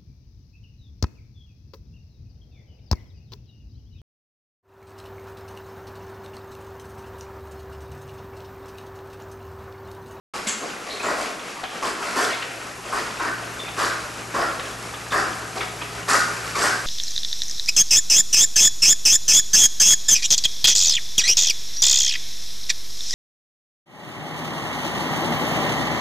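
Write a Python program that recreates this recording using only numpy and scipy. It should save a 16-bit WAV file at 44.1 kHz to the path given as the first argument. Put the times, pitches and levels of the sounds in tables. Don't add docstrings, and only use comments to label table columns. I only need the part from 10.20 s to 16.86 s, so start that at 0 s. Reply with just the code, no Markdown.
import sys
import numpy as np
from scipy import signal
from scipy.fft import rfft, irfft, next_fast_len
from scipy.io import wavfile
from scipy.ndimage import map_coordinates

SR = 44100
rng = np.random.default_rng(int(sys.argv[2]) if len(sys.argv) > 2 else 0)


def unload_audio(sound):
    columns = np.transpose(np.atleast_2d(sound))
    steps = np.round(np.clip(columns, -1, 1) * 32767)
    wavfile.write(sys.argv[1], SR, steps.astype(np.int16))


N = 293706


def amp(db):
    return 10 ** (np.asarray(db) / 20)

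def unit(x):
    return x / np.sqrt(np.mean(x ** 2) + 1e-20)

def add(out, start_s, sound):
    part = out[int(start_s * SR):][:len(sound)]
    part += sound[:len(part)]

def along(table, hz):
    freqs, values = np.transpose(table)
    return np.interp(np.log(hz + 1), np.log(freqs), values)

def wobble(rate):
    return map_coordinates(rng.standard_normal(int(N * rate / SR) + 4), [np.arange(N) * rate / SR])

def filtered(x, response):
    size = x.shape[-1]
    padded = next_fast_len(size + 4096)
    return irfft(rfft(x, padded) * response(np.fft.rfftfreq(padded, 1 / SR)), padded)[..., :size]

def coloured(x, tone):
    return unit(filtered(x, lambda hz: amp(along(tone, hz))))

def swell(t, rise_s, hold_s, fade_s):
    return np.clip(t / max(rise_s, .003), 0, 1) * amp(-60 * np.maximum(t - hold_s, 0) / fade_s)

def bubbles(size, rate, hz, spread, cycles, scatter_db, glide=0.093):
    chance = rng.random((max(int(rate * size / SR), 4), 4))
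    start = (chance[:, 0] * size).astype(int)
    pitch = np.broadcast_to(hz, size)[start, None] * np.exp(spread * (2 * chance[:, 1:2] - 1))
    strength = amp(-scatter_db * np.log(1 - .97 * chance[:, 2:3]))
    samples = np.arange(int(min(4 * cycles / np.min(hz), .06) * SR) + 8)
    turns = pitch * samples / SR
    age = turns / cycles
    tone = np.sin(2 * np.pi * turns * (1 + glide * age / 2)) * np.exp(-age) * np.sqrt(pitch)
    tone *= strength * np.sign(chance[:, 3:] - .5)
    return unit(np.bincount((start[:, None] + samples).ravel(), tone.ravel(), size)[:size])


# frequency_hz, fade_s
ECHO_FADES = [(150, 0.45), (500, 0.72), (1100, 0.93), (1550, 0.86), (2200, 1), (4000, 0.75), (11000, 0.51)]

def walls(x):
    hz, t, noise = signal.stft(rng.standard_normal(SR), SR, nperseg=256)
    tail = signal.istft(noise * amp(-60 * t / along(ECHO_FADES, hz)[:, None]), SR, nperseg=256)[1]
    return signal.fftconvolve(x, np.pad(tail / np.linalg.norm(tail), (SR // 150, 0)))[:N]


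# frequency_hz, level_db
STEREO_WIDTH = [(50, -18), (130, -20), (300, -11.5), (1200, -7), (2200, -7), (3600, -13), (4400, -70)]
# frequency_hz, level_db
LEFT_BOOST = [(40, .5), (200, 1.6), (1000, 1.2), (2200, 1), (4000, 0)]

def stereo(x, fade_s=0.16):
    t = np.arange(SR // 4) / SR
    blur = rng.standard_normal(len(t)) * amp(-60 * t / fade_s) * (t > .004)
    side = signal.fftconvolve(x, blur / np.linalg.norm(blur))[:N]
    side = filtered(side, lambda hz: amp(along(STEREO_WIDTH, hz)))
    pair = np.array([x + side, x - side])
    return filtered(pair, lambda hz: amp(np.outer([.5, -.5], along(LEFT_BOOST, hz))))


# time_s, nearness
WALK = [(1.2, 0.14), (3.0, 0.77), (6.4, 0.98)]

def nearness():
    return np.interp(np.arange(N) / SR, *np.transpose(WALK))


# frequency_hz, level_db
RUMBLE_TONE = [(15, -54), (25, -37), (36, -13), (52, 4), (68, 5), (90, -9), (135, 2), (170, -1), (300, -30)]

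def pump(shaft_hz=57.65, whine_hz=410):
    near = nearness()
    hum_db, rumble_db = -63 + 21 * near, -63.5 + 17.5 * near
    shaft = 2 * np.pi * np.cumsum(shaft_hz + 0.23 * wobble(7.1)) / SR
    hum = amp(hum_db + 0.89 * wobble(9))
    hum *= unit(np.sin(2 * shaft) + amp(-7 + 2.8 * wobble(12)) * np.sin(3 * shaft))
    whine = amp(hum_db - 8.5 + 3 * wobble(2.8))
    whine *= unit(np.sin(2 * np.pi * np.cumsum(whine_hz + 5 * wobble(25)) / SR))
    return hum + whine + amp(rumble_db) * coloured(rng.standard_normal(N), RUMBLE_TONE)


# frequency_hz, level_db
WASH_TONE = [(90, -20), (180, 0.5), (420, 2), (850, -1), (1350, 2.5), (2100, -3.5), (2600, -2.5),
             (3400, -8), (6500, -10), (12000, -23)]
FIZZ_TONE = [(2000, -23), (3500, -8.5), (5000, -3), (7300, -0.5), (9500, -4), (11500, -2.5), (12300, -5)]

def trickle():
    near = nearness()
    flow = amp(0.26 * wobble(4.5))
    babble = bubbles(N, rate=260, hz=793, spread=1.2, cycles=6.4, scatter_db=5.5, glide=0.037)
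    wash = coloured(rng.standard_normal(N), WASH_TONE) * amp(1.75 * wobble(14))
    stream = amp(-37.5 + 1.27 * near) * (wash + amp(-9) * babble)
    fizz = bubbles(N, rate=7000, hz=6500, spread=0.68, cycles=1.06, scatter_db=0)
    return flow * (stream + amp(-48.5 + 7 * near ** 2) * coloured(fizz, FIZZ_TONE))


# pitch_hz, level_db, fade_s
KNOCK_NOTES = [(215, -21.5, 0.12), (2136, -21, 0.091)]

def knock(start_s=.268):
    out, t = np.zeros(N), np.arange(SR // 3) / SR
    onset = 1 - np.exp(-t / 0.0065)
    for hz, db, fade_s in KNOCK_NOTES:
        add(out, start_s, amp(db - 60 * t / fade_s) * onset * np.sin(2 * np.pi * hz * t))
    clash = bubbles(len(t), rate=1600, hz=7030, spread=0.13, cycles=40, scatter_db=5, glide=.003)
    crack = bubbles(len(t), rate=6000, hz=3850, spread=0.88, cycles=2.5, scatter_db=1.5)
    add(out, start_s, amp(-27.5) * swell(t, .004, 0.024, fade_s=0.24) * clash)
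    add(out, start_s, amp(-27) * swell(t, 0.0038, 0.025, fade_s=0.19) * crack)
    return out


# start_s, level_db, pitch_hz, splat_db (added to level_db)
WATER_PLOPS = [(0.8, -25, 2490, -11), (1.434, -21.5, 733, -10), (1.553, -27.5, 530, -11),
               (1.826, -20, 1325, -14), (2.22, -26, 2730, -3), (3.128, -21, 1486, -23),
               (3.224, -26.5, 676, -36), (3.477, -35.5, 1360, 3), (4.391, -26, 506, -3.5),
               (4.737, -26.5, 1213, -8.5), (5.405, -27, 2520, 1.5), (5.431, -21.5, 1265, -14),
               (5.614, -27.5, 2500, -1.5)]

def plops():
    out, t = np.zeros(N), np.arange(SR // 8) / SR
    for start_s, db, hz, splat_db in WATER_PLOPS:
        ring = np.sin(2 * np.pi * hz * t * (1 + 1.2 * t))
        ring *= amp(-60 * t / 0.052) * np.minimum(t / 0.0016, 1)
        splat = bubbles(len(t), rate=2500, hz=1725, spread=0.77, cycles=2.34, scatter_db=2)
        splat *= swell(t, 0.0062, 0.0078, fade_s=0.06)
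        add(out, start_s, amp(db) * (ring + amp(splat_db + 2) * splat))
    drips = bubbles(N, rate=30, hz=1464, spread=0.85, cycles=3.7, scatter_db=1.5, glide=0.018)
    return out + amp(-47.5) * drips


# start_s, rise_s, hold_s, gurgle_db, gulp_db, spray_db
DRAIN_SURGES = [(0.131, 0.017, 0.021, -34.5, -38, -39), (0.411, 0.013, 0.025, -38, -33.5, -49),
                (0.655, 0.015, 0.28, -44.5, -40.5, -46.5), (0.823, 0.024, 0.1, -27.5, -31, -41.5),
                (0.966, 0.013, .055, -37.5, -41, -40), (1.351, 0.018, .064, -47, -49, -52),
                (1.619, 0.0075, 0.063, -29.5, -31.5, -37.5), (1.777, 0.048, 0.21, -35, -38, -40.5),
                (1.95, 0.018, 0.098, -26, -30.5, -33), (2.617, 0.038, 0.093, -44, -40, -47.5),
                (2.718, 0.01, 0.073, -29, -37, -39.5), (2.989, 0.012, 0.098, -28.5, -37.5, -44),
                (3.368, 0.024, .09, -46, -40, -57), (3.563, 0.023, 0.097, -25, -32.5, -34),
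                (4.137, 0.0087, 0.1, -25.5, -30, -40.5), (4.911, .012, 0.077, -24, -30.5, -35.5),
                (5.347, .014, 0.04, -38, -34, -41.5), (5.874, 0.021, 0.081, -20, -31, -26.5),
                (6.237, 0.014, 0.055, -40, -43, -42), (6.348, 0.0073, 0.06, -28.5, -31.5, -32.5),
                (6.398, 0.026, 0.071, -23.5, -31, -29.5)]
USUAL_GURGLE_DB, USUAL_SPRAY_DB, USUAL_RISE_S = -27, -36, .015
# frequency_hz, level_db
GULP_TONE = [(25, -60), (90, -31), (170, -13.5), (300, -4), (420, -1), (620, 1.5), (770, 3.5), (900, -11.5),
             (1500, -38)]
DROP_TONE = [(1000, -36), (2000, 4), (2500, -1), (3200, -2.5), (4300, -1.5), (6000, -25)]
SPRAY_TONE = [(2500, -20), (4000, -5.5), (4700, -1), (6200, -3), (7600, -3), (9200, -7.5), (12000, -9.5)]

def splash(spray_lag_s=0.0023):
    gulp_power, drop_power, spray_power = np.zeros((3, N))
    t = np.arange(SR) / SR
    backwash = amp(-17.5) * swell(t - 0.19, rise_s=0.099, hold_s=0.24, fade_s=0.45)
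    for start_s, rise_s, hold_s, _, gulp_db, spray_db in DRAIN_SURGES:
        push = swell(t, rise_s, hold_s, fade_s=0.39)
        burst = swell(t, rise_s + spray_lag_s, hold_s, fade_s=0.44)
        drop_db = -35.8 + .65 * (spray_db - USUAL_SPRAY_DB)
        add(gulp_power, start_s, (amp(gulp_db + 0.1) * (push + backwash)) ** 2)
        add(drop_power, start_s, (amp(drop_db) * (burst + backwash)) ** 2)
        add(spray_power, start_s, (amp(spray_db + 1.72) * (burst + amp(-4) * backwash)) ** 2)
    gulps = bubbles(N, rate=700, hz=402.7, spread=0.89, cycles=3.67, scatter_db=1)
    drops = bubbles(N, rate=1900, hz=3160, spread=0.534, cycles=2.3, scatter_db=6.5)
    spray = bubbles(N, rate=5000, hz=7310, spread=0.563, cycles=2.95, scatter_db=3)
    return (np.sqrt(gulp_power) * coloured(gulps, GULP_TONE)
            + np.sqrt(drop_power) * coloured(drops, DROP_TONE)
            + np.sqrt(spray_power) * coloured(spray, SPRAY_TONE))

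def bubble_note(rise_s, hold_s, hz, spread):
    t = np.arange(SR // 4) / SR
    ring = bubbles(len(t), rate=500, hz=hz, spread=spread, cycles=hz * 0.0092, scatter_db=1, glide=.0012)
    return swell(t, rise_s, hold_s, fade_s=0.14) * ring


# delay_s, hold_s, pitch_hz, pitch_spread, level_db, db_per_gurgle_db, db_per_doubled_rise
SURGE_NOTES = [(.004, 0.029, 1110, .05, -29.5, 0.72, -3), (.025, 0.082, 365, .25, -43, 0.74, -4.5),
               (.06, .09, 1520, .06, -37.5, 1.52, 3), (.02, 0.078, 4830, .055, -47, 0.3, -4.5)]
# start_s, hold_s, pitch_hz, pitch_spread, level_db
STRAY_NOTES = [(0.7, .033, 4060, .1, -36.5), (0.824, .06, 7230, .09, -40), (0.983, 0.029, 663, 0.08, -29),
               (1.436, 0.0084, 2700, 0.27, -34), (2.097, .04, 2510, 0.54, -30.5),
               (3.391, .03, 3556, 0, -37), (3.43, 0.041, 2500, 0.15, -40.5),
               (4.905, 0.03, 3530, 0.02, -35.5), (6.42, 0.032, 8100, 0.05, -33)]

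def bubble_notes():
    out = np.zeros(N)
    for start_s, rise_s, _, gurgle_db, _, _ in DRAIN_SURGES:
        harder_db, slowness = gurgle_db - USUAL_GURGLE_DB, np.log2(rise_s / USUAL_RISE_S)
        for delay_s, hold_s, hz, spread, db, by_strength, by_rise in SURGE_NOTES:
            note_db = db + by_strength * harder_db + by_rise * slowness
            add(out, start_s + delay_s, amp(note_db) * bubble_note(0.64 * rise_s, hold_s, hz, spread))
    for start_s, hold_s, hz, spread, db in STRAY_NOTES:
        add(out, start_s, amp(db) * bubble_note(0.0026, hold_s, hz, spread))
    return out


# pitch_hz, width_hz, level_db
PIPE_NOTES = [(815, 33, -6), (1066, 9.7, -8), (1265, 86, -2.5), (1362, 55, 0.5), (1530, 36, -3),
              (1790, 21, -15)]

def drain_pipe(x):
    return filtered(x, lambda hz: sum(
        amp(db) * 1j * hz * width / (pitch ** 2 - hz ** 2 + 1j * hz * width)
        for pitch, width, db in PIPE_NOTES))


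# frequency_hz, level_db
GURGLE_TONE = [(400, -35), (850, 1), (1080, -1.5), (1500, -3), (1850, 1), (2200, -10.5), (3000, -12),
               (6000, -50)]

def gurgle(climb=0.24, settle_s=0.072):
    mouth, pipe = np.zeros((2, N))
    t = np.arange(SR * 2 // 3) / SR
    for start_s, rise_s, hold_s, db, _, _ in DRAIN_SURGES:
        base_hz = 1134 + 32 * start_s + 8.5 * (db - USUAL_GURGLE_DB)
        pitch = base_hz * (1 + climb * (.6 - np.exp(-t / settle_s)))
        cloud = bubbles(len(t), rate=800, hz=pitch, spread=0.299, cycles=8.1, scatter_db=5, glide=0.028)
        churn = bubbles(len(t), rate=1800, hz=1590, spread=0.54, cycles=3.24, scatter_db=2)
        bubbling = coloured(cloud + churn, GURGLE_TONE)
        add(mouth, start_s, amp(db) * swell(t, rise_s, hold_s, fade_s=0.2) * bubbling)
        late = bubbles(len(t), rate=360, hz=1435, spread=0.24, cycles=9.3, scatter_db=0, glide=0.018)
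        add(pipe, start_s, amp(db - 10.5) * swell(t, hold_s, hold_s, fade_s=1.8) * late)
    return amp(-1.5) * mouth + amp(-2.8) * drain_pipe(mouth + pipe)

def scene():
    water = gurgle() + bubble_notes() + splash() + plops() + knock()
    return stereo(water + amp(-3.5) * walls(water) + trickle() + pump())

def record(dry, start_s=0.136, top_hz=12200):
    opening = np.clip((np.arange(N) / SR - start_s) / 0.0034, 0, 1)
    return filtered(dry * opening, lambda hz: np.clip((top_hz - hz) / 500 + .5, 0, 1) ** 2)


dry = scene()
out = record(dry)
unload_audio(out)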